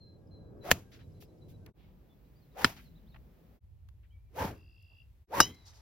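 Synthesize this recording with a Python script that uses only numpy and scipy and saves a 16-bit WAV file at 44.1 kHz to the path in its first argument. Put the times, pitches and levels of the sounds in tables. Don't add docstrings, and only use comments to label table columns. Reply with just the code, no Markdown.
import sys
import numpy as np
from scipy import signal
from scipy.fft import rfft, irfft, next_fast_len
from scipy.io import wavfile
from scipy.ndimage import uniform_filter1d, map_coordinates

SR = 44100
rng = np.random.default_rng(int(sys.argv[2]) if len(sys.argv) > 2 else 0)


def master_out(mix):
    frames = np.transpose(np.atleast_2d(mix))
    ceiling = np.clip(frames, -1, 1)
    pcm = np.round(ceiling * 32767).astype(np.int16)
    wavfile.write(sys.argv[1], SR, pcm)


N = 256265
TIME = np.arange(N) / SR

# start t/s, end t/s
SCENE_SPANS = [(0, 1.732), (1.732, 3.6), (3.6, 5.265), (5.265, 6)]
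# f/Hz, relative density level/dB
FIELD_SPECTRA = [
    [(25, -9), (50, -5.5), (90, 2.5), (160, -3), (300, -9), (500, -13.5), (900, -29), (1600, -34.5),
     (3000, -43), (5500, -45.5), (8500, -50), (12500, -49.5), (15500, -52.5)],
    [(25, -22), (50, 4), (90, -7.5), (160, -5), (300, -14), (500, -19.5), (900, -27.5), (1600, -31.5),
     (3000, -42), (5500, -48), (8500, -54), (12500, -47.5), (15500, -44)],
    [(25, -25), (50, 6.5), (90, 6), (160, -14.5), (300, -27.5), (500, -31.5), (900, -35.5), (1600, -40.5),
     (3000, -49.5), (5500, -56), (8500, -58), (12500, -55), (15500, -56)],
    [(25, -7.5), (50, 14), (90, 14.5), (160, -8.5), (300, -8.5), (500, -5), (900, -1.5), (1600, -11),
     (3000, -24.5), (5500, -22), (8500, -38.5), (12500, -33.5), (15500, -43.5)],
]
# t/s, rumble level/dB, traffic level/dB, leaf hiss level/dB
FIELD_LEVELS = [
    [(0, -53.5, -65.5, -84.5), (.6, -54, -54, -84.5), (.85, -55.5, -62.5, -77.5),
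     (1.73, -53.5, -61.5, -81.5)],
    [(1.73, -56.5, -67.5, -79), (2.5, -59.5, -69.5, -75.5), (3.6, -57, -67.5, -75.5)],
    [(3.6, -56.5, -79.5, -84.5), (5.27, -58, -78.5, -80.5)],
    [(5.27, -61, -82, -81.5), (5.5, -61, -75.5, -72), (5.81, -59, -70.5, -71)],
]
# f/Hz, correlation/1
FIELD_CORRELATION = [(60, .86), (300, .7), (700, .2), (3000, 0.2), (8000, 0.2), (15000, 1)]

# start t/s, length/s, initial f/Hz, level/dB reached at the end of the rise
BIRD_WHISTLES = [(0, 0.18, 4210, -61), (0.307, .2, 4143, -66.5), (0.608, .09, 4030, -65.5),
                 (0.996, 0.067, 4000, -75), (1.14, 0.06, 4070, -78), (1.278, 0.042, 4040, -81),
                 (1.41, 0.036, 4010, -69.5), (1.527, 0.045, 3990, -72.5)]
WHISTLE_RISE_S, SAG_HZ, SAG_S, FADE_DB_PER_S = 0.016, 170, .09, 105
# start t/s, length/s, initial f/Hz, level/dB before it comes and goes
FAR_TONES = [(0, 1, 1643, -82.5), (1.003, .45, 1585, -91), (1.477, 0.293, 1555, -79.5)]
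FAR_TONE_SAG_HZ_PER_S = 45
# t/s (8 ms after onset), initial level/dB
BIRD_CHIPS = [(.278, -80), (.58, -87), (1.125, -78), (1.26, -75), (1.389, -82)]
# start t/s, length/s, first f/Hz, middle f/Hz, last f/Hz, level/dB
BIRD_WARBLES = [ (1.83, .03, 2200, 2184, 2145, -80), (2.09, 0.052, 3550, 3470, 3450, -80.5),
                (2.245, .035, 3710, 4000, 4456, -86), (2.35, 0.05, 4580, 4740, 4900, -82),
                (2.415, 0.032, 4450, 4220, 4050, -78.5), (2.51, 0.036, 3400, 3990, 3300, -80.5),
                (2.849, .043, 4560, 4090, 3950, -71), (2.948, 0.042, 3150, 4036, 3220, -75),
                (3.061, .04, 2820, 3840, 4550, -77), (3.095, .03, 4550, 4150, 3600, -77),
                (3.118, 0.0347, 3650, 3840, 4424, -75), (4.101, 0.043, 2900, 3170, 3200, -78),
                (4.115, 0.061, 2416, 2270, 2335, -76.5), (4.18, 0.12, 2320, 2384, 2290, -89)]
# t/s, rate/Hz
TRILL_RATE = [(4.54, 61), (4.8, 58.4), (5.04, 59.5)]
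TRILL_SPAN_S = (4.54, 5.035)
LOW_VOICE_DB, HIGH_VOICE_DB = -73.5, -79
HIGH_LEAD_RAD = 2.4
SWELL_DB, LOW_VOICE_HZ, LIFT_HZ = 8, 2690, 58.4

# lowest point t/s, shaft lead over head/s, whistle f/Hz at speed 1,
# levels/dB at speed 1 of whistle, hiss and wake, initial tone over rush/dB,
# level/dB lost after the lowest point by whistle, hiss and wake (negative: gained)
CLUB_SWINGS = [ (.712, 0.002, 760, -38.5, -48, -47.5, 7.1, 9.7, 8.5, 4),
               (2.642, 0.012, 902, -40, -43.5, -45, 6, 6, -4.5, 4.5),
               (4.428, -0.006, 993.6, -32, -43, -37, 12, 6.5, -1, 2),
               (5.4, 0.008, 1049, -29, -38, -34, 11, 30.4, 2.5, 6.5)]
# t/s from the lowest point, share of top speed/1
CLUB_SPEED = [(-.2, .12), (-.13, .3), (-.09, 0.43), (-.05, .88), (-.02, 0.98), (.03, .9), (.07, .72),
              (.12, .5), (.2, .33), (.4, .15)]
# f/Hz, relative density level/dB
HISS_SPECTRUM = [(700, 4), (1500, -15.5), (2500, -16.5), (4000, -23), (6000, -22), (8500, -29.5),
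                 (11000, -26.5), (13500, -24), (15500, -28.5)]
# f/Hz, relative density level/dB
WAKE_SPECTRUM = [(30, -16.5), (90, 3.5), (200, -4.5), (400, -8), (900, -44)]
# f/Hz, correlation/1
NEAR_CORRELATION = [(60, 0.99), (300, 0.97), (800, 0.6), (4000, 0.1), (8000, 0.8), (15000, 0.6)]
WHISTLE_POWER, HISS_POWER, WAKE_POWER = 4.1, 4.4, 3.1
WAKE_LAG_S, SLOWING_S = 0.03, 0.018
BLUR_FROM_S, BLUR_S, BLUR_DB = -0.034, 0.053, 12

# t/s (0.74 half-lengths after onset),
# level/dB before the swell, half-length/s, lower f/Hz, upper f/Hz
NOISE_PUFFS = [ (.711, -29, 0.0045, 800, 15370), (0.736, -54, 0.013, 9000, 16100),
               (0.794, -65.5, 0.016, 4460, 11900), (0.829, -73, 0.025, 986, 14900),
               (0.951, -60.5, 0.051, 1230, 6650), (0.959, -75.5, 0.082, 8966, 15340),
               (1.012, -65, 0.038, 988, 4900), (1.226, -55.5, 0.0048, 703, 5700),
               (1.228, -60, .035, 2500, 15600), (1.511, -68, 0.042, 2500, 15600),
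               (1.665, -55, 0.0049, 1494, 15000), (1.68, -64.5, 0.032, 500, 2000),
               (1.851, -74.5, .12, 2030, 3970), (2.777, -56, .018, 787, 6500),
               (2.8, -59.5, 0.029, 1177, 3000), (2.82, -66, .11, 1500, 15000),
               (3.149, -57.5, 0.0098, 710, 2954), (3.165, -57, 0.01, 693, 2795),
               (3.89, -62.5, 0.0046, 888, 11920), (4.051, -76, 0.033, 1496, 2940),
               (4.451, -33.5, .012, 154.3, 703), (4.826, -69, 0.0037, 5050, 14740),
               (4.931, -74.5, 0.039, 297.8, 955), (5.55, -63, 0.011, 4516, 7500),
               (5.691, -59, 0.055, 5000, 6600), (5.687, -69.5, 0.039, 808, 1500),
               (5.737, -64.5, .006, 1010, 9080), (5.776, -65.5, 0.059, 4600, 7370)]
# f/Hz, relative density level/dB
PUFF_SPECTRUM = [(500, 3.5), (3000, 0.5), (6000, -5), (8500, -10.5), (13500, -2), (16000, -2.5)]

# t/s, click level/dB, ball level/dB, ball f/Hz, spray level/dB, spray 60 dB decay/s, ring level/dB
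CLUB_STRIKES = [(.714, -0.5, -6.5, 1750, -12.5, .025, -19), (2.645, -4.5, -6, 1650, -15.5, .03, -22),
                (5.4026, -4.5, -3, 1400, -12.5, .04, -17.5)]
# f/Hz, relative level/dB
FACE_SPECTRA = [
    [(60, -12.5), (130, -10), (250, -9), (500, 3.5), (1000, -1), (1700, -10.5), (2600, 2), (3600, -5),
     (5000, -6), (7000, -2), (9000, -13), (12000, -8), (15500, -12.5)],
    [(60, -18), (130, -9), (250, -1.5), (500, -11.5), (1000, -8), (1700, -13), (2600, -1), (3600, -7.5),
     (5000, -5.5), (7000, -16), (9000, -19), (12000, -28.5), (15500, -26)],
    [(60, -11), (130, -2), (250, -2.5), (500, -1), (1000, -4), (1700, -9), (2600, -13.5), (3600, -12.5),
     (5000, -11), (7000, -7.5), (9000, -13.5), (12000, -12.5), (15500, -23.5)],
]
# f/Hz before Doppler shift, relative level/dB, 60 dB decay/s
HEAD_MODES = [
    [(90.96, -17, 0.29), (245, -12, 0.096), (715, -1, .02), (1199, 0.5, 0.025), (2570, 3, 0.02),
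     (4450, -0.5, 0.015)],
    [(94, -11, 0.14), (247, 2.5, 0.047), (1110, 3, 0.017), (2090, -0.5, 0.023), (3700, 1, 0.014),
     (5130, -3.5, .03), (2390, 2, 0.012), (5080, 0, .03)],
    [(129, -5.5, 0.084), (289, -2.5, 0.031), (1105.5, 2.5, 0.021), (1910, -33, 0.49), (2873, -9, 0.18),
     (2950, -12, 0.2), (3640, -39.5, 0.98), (3837, -6.5, 0.11), (4890, -4, 0.13), (4540, -15.5, .1),
     (5044, -14, 0.13), (5264, -4.5, 0.1), (5820, -5.5, 0.14), (5700, -9.5, 0.0315), (6600, -10.5, 0.055),
     (6470, -1.5, 0.078), (7120, -18.5, 0.057)],
]
# t/s after the blow, frequency factor/1
DOPPLER = [(0, 1), (.1, 1.08), (.15, 1.11), (.3, 1.045), (.5, 1.04)]
# nominal delay t/s, level/dB
NEAR_ECHOES = [(.0016, -12), (.0028, -9), (.0042, -14), (.0063, -18), (.009, -24)]

# f/Hz, phase/rad
PORT_PHASE = [(20, 0), (1400, -.3), (4800, .4), (6000, -1.9), (8700, -3.14), (11200, -5.3), (13500, -6.2),
              (16000, -6.9)]
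TOP_HZ = 15950
LAG_CYCLES = .65


def amp(db):
    return 10 ** (np.asarray(db) / 20)


def unit(x):
    return x / np.sqrt(np.mean(x ** 2) + 1e-20)


def along(points, hz):
    f, v = np.transpose(points)
    return np.interp(np.log(hz + 1), np.log(f + 1), v)


def curves(rows, t=TIME):
    s, *cols = np.transpose(rows)
    return [np.interp(t, s, c) for c in cols]


def filtered(x, response):
    m = next_fast_len(x.shape[-1] + 8192)
    spectrum = rfft(x, m) * response(np.fft.rfftfreq(m, 1 / SR))
    return irfft(spectrum, m)[..., :x.shape[-1]]


def band(hz, low_hz, high_hz, order):
    high_pass = 1 + (low_hz / (hz + 1)) ** (2 * order)
    low_pass = 1 + (hz / high_hz) ** (2 * order)
    return 1 / np.sqrt(high_pass * low_pass)


def wobble(rate, size):
    knots = rng.standard_normal(int(size * rate / SR) + 4)
    return map_coordinates(knots, [np.arange(size) * rate / SR])


def pair(gain, alike, size):
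    def weights(hz):
        angle = np.arccos(np.clip(along(alike, hz), -1, 1)) / 2
        return gain(hz) * [np.cos(angle), np.sin(angle)]
    mid, side = filtered(rng.standard_normal((2, size)), weights)
    return unit(np.array([mid + side, mid - side]))


def add(track, sound, s):
    part = track[..., max(round(s * SR), 0):][..., :sound.shape[-1]]
    part += sound[..., :part.shape[-1]]


def field():
    out = np.zeros((2, N))
    for (start, end), colour, rows in zip(SCENE_SPANS, FIELD_SPECTRA, FIELD_LEVELS):
        t = TIME[round(start * SR):round(end * SR)]
        size = len(t)
        rumble_db, traffic_db, leaf_db = curves(rows, t)

        def layer(low, high):
            return pair(lambda hz: amp(along(colour, hz)) * band(hz, low, high, order=3),
                        FIELD_CORRELATION, size)

        bed = amp(rumble_db + 2.3 * wobble(5.4, size)) * layer(33, 200)
        bed += amp(traffic_db + 0.95 * wobble(1.2, size)) * layer(270, 1200)
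        bed += amp(leaf_db + 0.51 * wobble(6.1, size)) * layer(2200, 23000)
        add(out, bed, start)
    return out


def note(length, hz, db, edge):
    t = np.arange(0, length, 1 / SR)
    fade = np.clip(np.minimum(t, length - t) / edge, 0, 1)
    unsteady_hz = hz(t) * (1 + 0.0014 * wobble(53, len(t)))
    tone = np.sin(2 * np.pi * np.cumsum(unsteady_hz) / SR)
    return np.sqrt(2) * amp(db(t) + 1.3 * wobble(50, len(t))) * fade * tone


def bird_whistle(length, hz, db):
    return note(length, lambda t: hz - SAG_HZ * (1 - np.exp(-t / SAG_S)),
                lambda t: db - FADE_DB_PER_S * (t - WHISTLE_RISE_S), WHISTLE_RISE_S)


def far_tone(length, hz, db):
    tone = note(length, lambda t: hz - FAR_TONE_SAG_HZ_PER_S * t, lambda t: db, edge=0.06)
    return tone * (.5 + 0.2 * wobble(21, len(tone)))


def chip(db):
    return note(0.011, lambda t: 5250 - 850 * (t / .016) ** 1.6,
                lambda t: db - 10 * (t / .016) ** 4, edge=.003)


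def warble(length, first_hz, middle_hz, last_hz, db):
    arch = np.poly1d(np.polyfit([0, length / 2, length], [first_hz, middle_hz, last_hz], deg=2))
    return note(length, arch, lambda t: db, edge=0.0088)


def trill():
    t = np.arange(*TRILL_SPAN_S, 1 / SR)
    size = len(t)
    done = np.linspace(0, 1, size)
    rate, = curves(TRILL_RATE, t)
    beat = 2 * np.pi * (np.cumsum(rate) / SR + 0.49)
    high_beat = beat + HIGH_LEAD_RAD
    low_phase = 2 * np.pi * np.cumsum(LOW_VOICE_HZ + LIFT_HZ * done ** 2) / SR
    low_phase = low_phase + 0.28 * np.sin(beat) + 0.9 * wobble(71.7, size)
    low = unit(np.exp(1.8 * np.cos(beat)) * np.sin(low_phase) * amp(1.2 * wobble(41.4, size)))
    chirp_hz = 4860 + 70 * np.sin(high_beat) + 170 * wobble(1500, size)
    chirp = np.sin(2 * np.pi * np.cumsum(chirp_hz) / SR)
    rasp = unit(filtered(rng.standard_normal(size), lambda f: band(f, 3150, 3450, order=30)))
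    high = unit(chirp * np.exp(1.1 * np.cos(high_beat))) * np.sin(np.pi * done) ** 0.18
    edge = np.clip((1 - done) / .03, 0, 1)
    low_level = edge * amp(LOW_VOICE_DB + SWELL_DB * done)
    return low_level * (low + amp(-19.5) * rasp) + amp(HIGH_VOICE_DB) * high


def birds():
    out = np.zeros(N)
    for s, *shape in BIRD_WHISTLES:
        add(out, bird_whistle(*shape), s)
    for s, *shape in FAR_TONES:
        add(out, far_tone(*shape), s)
    for s, db in BIRD_CHIPS:
        add(out, chip(db), s - .008)
    for s, *shape in BIRD_WARBLES:
        add(out, warble(*shape), s)
    add(out, trill(), TRILL_SPAN_S[0])
    t = np.arange(SR // 5) / SR
    trees = rng.standard_normal((2, len(t))) * amp(-60 * t / 0.22)
    trees = trees / np.linalg.norm(trees[0])
    return out + amp(-7.0) * signal.fftconvolve(out[None], trees, axes=1)[:, :N]


def swing():
    rows = np.array(CLUB_SWINGS)[np.searchsorted([start for start, end in SCENE_SPANS[1:]], TIME)]
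    (s, ahead_s, top_hz, whistle_db, hiss_db, wake_db, tone_db,
     whistle_lost_db, hiss_lost_db, wake_lost_db) = rows.T

    def speed_at(t):
        return np.clip(uniform_filter1d(curves(CLUB_SPEED, t)[0], size=600), .01, 2)

    since = TIME - s
    head, shaft, stirred = speed_at(since), speed_at(since + ahead_s), speed_at(since - WAKE_LAG_S)
    slowed = np.clip(since / SLOWING_S, 0, 1)
    tone_db = tone_db - BLUR_DB * np.clip((since - BLUR_FROM_S) / BLUR_S, 0, 1)
    phase = 2 * np.pi * np.cumsum(top_hz * shaft) / SR

    def eddies(k, rate):
        return unit(wobble(rate, N) * np.cos(k * phase) + wobble(rate, N) * np.sin(k * phase))

    tone = unit(eddies(1, 210) + amp(-8) * eddies(.58, 200) + amp(-14) * eddies(1.8, 500))
    tone = tone + 0.44 * np.array([[1], [-1]]) * eddies(0.9921, 330)
    rush = pair(lambda f: band(f, 320, 1300, order=2), NEAR_CORRELATION, N)
    whistle = (amp(tone_db) * tone + rush) / np.sqrt(amp(2 * tone_db) + 1)
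    grain = amp(1.5 * wobble(150, N))
    hiss = grain * pair(lambda f: amp(along(HISS_SPECTRUM, f)) * band(f, 1300, 20000, order=3),
                        NEAR_CORRELATION, N)
    wake = pair(lambda f: amp(along(WAKE_SPECTRUM, f)), NEAR_CORRELATION, N)
    return (amp(whistle_db - whistle_lost_db * slowed) * shaft ** WHISTLE_POWER * whistle
            + amp(hiss_db - hiss_lost_db * slowed) * head ** HISS_POWER * hiss
            + amp(wake_db - wake_lost_db * slowed) * stirred ** WAKE_POWER * wake)


def noise_puffs():
    out = np.zeros((2, N))
    for s, db, length, low_hz, high_hz in NOISE_PUFFS:
        size = round(2 * length * SR)
        puff = pair(lambda hz: band(hz, low_hz, high_hz, order=4) * amp(along(PUFF_SPECTRUM, hz)),
                    NEAR_CORRELATION, size)
        swell = np.sin(np.pi * np.linspace(0, 1, size) ** 0.48) ** 2
        add(out, amp(db + 0.73 * wobble(230, size)) * puff * swell, s - .74 * length)
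    return out


def causal(colour, size=2048):
    points = [(5.1, -55.5)] + list(colour)
    cepstrum = irfft(np.log(amp(along(points, np.fft.rfftfreq(size, 1 / SR)))))
    cepstrum[1:size // 2] *= 2
    cepstrum[size // 2 + 1:] = 0
    pulse = irfft(np.exp(rfft(cepstrum)))
    return pulse / np.abs(pulse).max()


def near_echoes(size):
    kicks = np.zeros(size)
    kicks[0] = 1
    for delay, db in NEAR_ECHOES:
        kicks[round(delay * SR * rng.uniform(.85, 1.15))] = amp(db) * rng.choice([-1, 1])
    return kicks


def head_ring(modes, t):
    glide = np.cumsum(curves(DOPPLER, t)[0]) / SR
    ring = np.zeros(len(t))
    for hz, db, t60 in modes:
        flutter = .8 + .55 * (wobble(240, len(t)) + 1j * wobble(240, len(t)))
        mode = np.exp(2j * np.pi * (hz * glide + rng.random()))
        ring += amp(db - 60 * t / t60) * np.imag(flutter * mode)
    return ring * (1 - np.exp(-t / 0.00047))


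def strikes():
    out, t = np.zeros((2, N)), np.arange(SR // 2) / SR
    for row, colour, modes in zip(CLUB_STRIKES, FACE_SPECTRA, HEAD_MODES):
        s, click_db, ball_db, ball_hz, spray_db, spray_t60, ring_db = row
        kicks = near_echoes(len(t))
        ball = np.sin(2 * np.pi * ball_hz * t) * amp(-60 * t / .004) * (1 - np.exp(-t / .0003))
        pulse = amp(click_db) * causal(colour) + amp(ball_db) * ball[:2048] / ball.max()
        blow = signal.fftconvolve(kicks, pulse)[:len(t)]
        spray_decay = amp(-60 * t / spray_t60) + amp(-32.0 - 60 * t / 0.26)
        spray = pair(lambda hz: amp(along(colour, hz)), NEAR_CORRELATION, len(t)) * spray_decay
        add(out, blow + amp(spray_db) * spray + amp(ring_db) * head_ring(modes, t), s)
    return out


def edits():
    nearest = np.min([np.abs(TIME - start) for start, end in SCENE_SPANS[1:]], axis=0)
    return np.clip((nearest - .004) / 0.039, 0, 1)


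def scene():
    club = swing() + noise_puffs() + strikes()
    air = club * amp([[.4], [-.4]]) + field()
    ports = filtered(air, lambda hz: np.exp(.5j * along(PORT_PHASE, hz) * [[1], [-1]]))
    return ports + birds()


def record(dry):
    late = filtered(dry, lambda hz: np.exp(-2j * np.pi * LAG_CYCLES * np.log(np.maximum(hz, 30) / TOP_HZ)))
    return filtered(late * edits(), lambda hz: hz < TOP_HZ)


dry = scene()
out = record(dry)
master_out(out)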